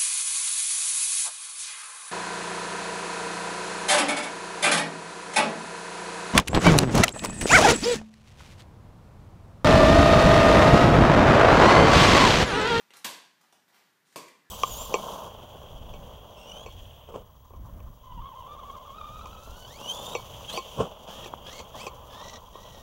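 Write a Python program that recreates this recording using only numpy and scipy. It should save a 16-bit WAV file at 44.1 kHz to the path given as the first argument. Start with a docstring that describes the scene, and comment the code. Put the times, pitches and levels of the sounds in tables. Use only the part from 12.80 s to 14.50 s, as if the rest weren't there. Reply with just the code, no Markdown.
"""Two slaps of a rubber-backed door mat on a wooden floor, one crisp, one dull, as a cat tugs up its corner.
Each slap is a quick run of contacts that ring the boards and a small, bare hallway;
air squeezed from under the mat adds a thump. Around the slaps, claws catch in the pile
and the mat rustles and slips faintly over quiet room noise."""
import sys
import numpy as np
from scipy import signal
from scipy.fft import rfft, irfft
from scipy.io import wavfile

SR = 44100
rng = np.random.default_rng(int(sys.argv[2]) if len(sys.argv) > 2 else 0)


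def master_out(mix):
    """Clip the mix to full scale and print it as 16-bit PCM to the path in sys.argv[1]."""
    frames = np.transpose(np.atleast_2d(mix))
    ceiling = np.clip(frames, -1, 1)
    pcm = np.round(ceiling * 32767).astype(np.int16)
    wavfile.write(sys.argv[1], SR, pcm)


N = 74970

# room noise spectrum: freq_hz, gain_db
ROOM_COLOUR = [(25, -43), (60, -22.5), (100, -6), (170, 8.5), (300, 5.5), (600, -2), (1200, -1.5),
               (1750, 4.5), (2300, -3.5), (5000, -8), (10000, -12), (15000, -11.5)]
# hallway decay: freq_hz, t60_s
HALL_DECAY = [(100, 0.5), (300, 0.54), (1000, 0.52), (2500, 0.57), (5000, .52), (9000, .43), (15000, .31)]
# rustle envelope: time_s, level_db
RUSTLE_ENVELOPE = [(0, -54), (0.029, -74.5), (.1, -72), (.55, -90), (.6, -71), (.78, -70), (.87, -92),
                   (0.883, -60.5), (0.914, -71), (0.944, -59.5), (1.041, -69), (1.12, -76.5), (1.245, -82),
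                   (1.32, -76), (1.6, -82), (1.7, -80)]
# rustle spectrum: freq_hz, gain_db
RUSTLE_COLOUR = [(40, -47), (160, -10), (500, -1.5), (950, 8.5), (1700, 3.5), (3300, 0.5), (6000, -5),
                 (10000, -10.5), (15000, -7)]
# pile fibre spectrum: freq_hz, gain_db
PILE_COLOUR = [(40, -46), (160, -8.5), (500, -8), (1000, -2), (2200, -5.5), (5000, -7), (9000, -9.5),
               (15000, -19)]
# claw catches: start_s, length_s, level_db, ring_hz, width_hz, ring_db, tilt_db_per_octave
CLAW_CATCHES = [(0.1051, 0.0039, -48, 2840, 2370, 11, -1.5), (.1352, 0.0058, -47.5, 4230, 1210, 7.5, 0),
                (0.141, 0.031, -56, 1200, 198, 17, 1.5), (0.168, 0.0064, -46.5, 1220, 240, -12, 2),
                (0.175, 0.0054, -57.5, 1200, 240, 4, -2.5), (0.185, 0.066, -73.5, 1220, 200, 4, -9),
                (0.609, 0.0094, -55.5, 1200, 350, 10.5, -0.5), (0.631, 0.018, -62, 1040, 170, 22, -0.5),
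                (0.7237, 0.0095, -54.5, 730, 330, 9, -.5), (1.324, 0.0092, -60.5, 2000, 1500, -6, 0),
                (1.479, 0.0098, -52, 2170, 696, 14.5, 2.5), (1.636, 0.046, -70.5, 1720, 280, 15, -3)]
# air cushion thumps: start_s, level_db, pitch_hz, decay_s
THUMPS = [(0.2483, -45, 110, 0.0071), (1.3598, -35.5, 574, 0.0042), (1.359, -50.5, 127, .006)]
# floor board resonances: freq_hz, width_hz, relative_db
BOARD_MODES = [(983, 49, 8.5), (1077, 20.4, 9.5), (1148, 47, -1), (1600, 130, 2.5), (1765, 15, -4),
               (2230, 54, -22), (3430, 180, -1), (4600, 220, 1.5)]
# first slap contacts: start_s, energy_db
CRISP_CONTACTS = [(.2444, -18.5), (.2452, -9), (.2473, -7.5), (.2479, -9), (.2527, -7.5), (.2566, -11.5)]
# first slap spectrum: freq_hz, gain_db
CRISP_COLOUR = [(30, -32), (80, -25), (160, -3), (430, -4), (620, -1.5), (1150, -1.5), (1300, -9),
                (1550, -2), (3600, -1), (5200, -5), (8300, -4.5), (9900, -10), (11500, -6.5), (15000, -13)]
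# second, cushioned slap contacts: start_s, energy_db
DULL_CONTACTS = [(1.3593, -14.5), (1.3601, -13), (1.3615, -13.5), (1.368, -15.5), (1.3774, -17.5)]
# second slap spectrum: freq_hz, gain_db
DULL_COLOUR = [(30, -58), (80, -27), (160, 1), (330, 4), (600, 2), (790, -7.5), (1130, 1.5), (1350, -11.5),
               (1850, -11.5), (2300, -3), (3000, -9.5), (8300, -9.5), (10000, -13), (15000, -16)]


def undb(db):
    """Decibels to gain."""
    return 10 ** (np.asarray(db) / 20)


def unit_energy(x):
    """Scale to an energy of one."""
    return x / np.sqrt(np.sum(x ** 2) + 1e-18)


def over_hz(points, hz):
    """Interpolate a table on a log-frequency axis."""
    knots_hz, values = np.array(points, float).T
    return np.interp(np.log(np.maximum(hz, 1)), np.log(knots_hz), values)


def body(colour, modes=(), tilt_db_per_octave=0, size=4096):
    """Minimum-phase, unit-energy response: broad colour, tilt above 500 Hz, resonances."""
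    hz = np.arange(size // 2 + 1) * SR / size
    gain = undb(over_hz(colour, hz) + tilt_db_per_octave * np.log2(np.maximum(hz, 500)))
    mode_power = sum(undb(db) ** 2 / (1 + (2 * (hz - ring_hz) / width_hz) ** 2)
                     for ring_hz, width_hz, db in modes)
    cepstrum = irfft(np.log(gain * np.sqrt(1 + mode_power)))
    return unit_energy(irfft(np.exp(rfft(2 * cepstrum[:size // 2], size))))


def through(x, response):
    """Convolve, trim to N samples."""
    return signal.fftconvolve(x, response)[:N]


def grains(per_s, roughness):
    """Tiny random clicks, rms one; roughness spreads their sizes."""
    clicks = (rng.random(N) < per_s / SR) * np.sign(rng.standard_normal(N))
    sizes = np.exp(roughness * np.clip(rng.standard_normal(N), -2, 2))
    return unit_energy(clicks * sizes) * np.sqrt(N)


def room_noise(level_db=-71):
    """Steady, quiet coloured noise."""
    return undb(level_db) * through(rng.standard_normal(N), body(ROOM_COLOUR))


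def hallway(direct_db, early_db=-1, tail_db=3, gap_s=0.002, build_s=0.0016, early_decay_s=0.011):
    """Unit-energy response: direct path, door and wall echoes, diffuse tail whose treble dies first."""
    t = np.arange(N) / SR
    late_s = np.maximum(t - gap_s, 0)
    hz = np.arange(N // 2 + 1) * SR / N
    spectrum = rfft(rng.standard_normal(N))
    tail = 0
    for band_hz, t60_s in HALL_DECAY:
        band = over_hz([(knot_hz, knot_hz == band_hz) for knot_hz, _ in HALL_DECAY], hz)
        tail += irfft(spectrum * band, N) * np.exp(-np.log(1000) * t / t60_s)
    tail = unit_energy(tail * (1 - np.exp(-late_s / build_s)))
    early = unit_energy(grains(per_s=2000, roughness=0.62) * np.exp(-t / early_decay_s) * (late_s > 0))
    return unit_energy(undb(direct_db) * (t == 0) + undb(early_db) * early + undb(tail_db) * tail)


def mat_rustle():
    """The mat rustles as it is bent and pulled."""
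    envelope = undb(np.interp(np.arange(N) / SR, *np.array(RUSTLE_ENVELOPE).T))
    return through(envelope * grains(per_s=2500, roughness=0.52), body(RUSTLE_COLOUR))


def mat_slip(start_s=1.252, end_s=1.355, level_db=-68):
    """Light, even fibre hiss as the corner slips out of the paws."""
    t = np.arange(N) / SR
    fibres = (t > start_s) * (t < end_s) * grains(per_s=4400, roughness=0.71)
    return undb(level_db) * through(fibres, body(PILE_COLOUR, tilt_db_per_octave=0.5))


def claw_catches():
    """Claws catch in the pile: short bursts of fibre clicks, one broad resonance each."""
    t, out = np.arange(N) / SR, 0
    for start_s, length_s, level_db, ring_hz, width_hz, ring_db, tilt_db_per_octave in CLAW_CATCHES:
        progress = np.clip((t - start_s) / length_s, 0, 1)
        stroke = np.sqrt(np.abs(np.sin(np.pi * progress)))
        burst = unit_energy(stroke * grains(per_s=5000, roughness=0.71)) * np.sqrt(length_s * SR)
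        pile = body(PILE_COLOUR, [(ring_hz, width_hz, ring_db)], tilt_db_per_octave)
        out += undb(level_db) * through(burst, pile)
    return out


def air_thumps(low_cut_hz=180):
    """Air squeezed from under the falling mat: damped thumps with little deep bass."""
    t, out = np.arange(N) / SR, 0
    for start_s, level_db, pitch_hz, decay_s in THUMPS:
        age_s = np.maximum(t - start_s, 0)
        out += undb(level_db) * np.sin(2 * np.pi * pitch_hz * age_s) * np.exp(-age_s / decay_s)
    return signal.sosfilt(signal.butter(2, low_cut_hz, "high", fs=SR, output="sos"), out)


def mat_slap(contacts, colour, ring_boost_db, crack_db=-6.5, crack_decay_s=0.0011, smear_hz=2960):
    """The corner rolls down: each contact, a pulse with a rubber crack and own echoes, rings the boards."""
    t, pulses = np.arange(N) / SR, 0
    for start_s, energy_db in contacts:
        crack = undb(crack_db) * unit_energy(rng.standard_normal(N) * np.exp(-t / crack_decay_s))
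        contact = hallway(direct_db=-3) + crack
        pulses += undb(energy_db) * np.pad(contact, (int(start_s * SR), 0))[:N]
    # all-pass: smears each pulse slightly, softening the slap's sharp attack
    _, poles = signal.iirpeak(smear_hz, Q=1.16, fs=SR)
    smeared = signal.lfilter(poles[::-1], poles, pulses)
    boards = [(hz, width_hz, db + ring_boost_db) for hz, width_hz, db in BOARD_MODES]
    return through(smeared, body(colour, boards))


def scene():
    """Room noise, the cat's play in the hallway and two slaps; mono."""
    background = room_noise()
    play = through(claw_catches() + mat_rustle() + mat_slip(), hallway(direct_db=1.5))
    crisp = mat_slap(CRISP_CONTACTS, CRISP_COLOUR, ring_boost_db=0.5)
    dull = mat_slap(DULL_CONTACTS, DULL_COLOUR, ring_boost_db=3)
    return (background + play + air_thumps() + crisp + dull)[None]


def record(dry):
    """Steep low-pass on the top treble."""
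    cutoff_hz = 15300
    return signal.sosfilt(signal.ellip(10, 0.2, 70, cutoff_hz, fs=SR, output="sos"), dry)


dry = scene()
out = record(dry)
master_out(out)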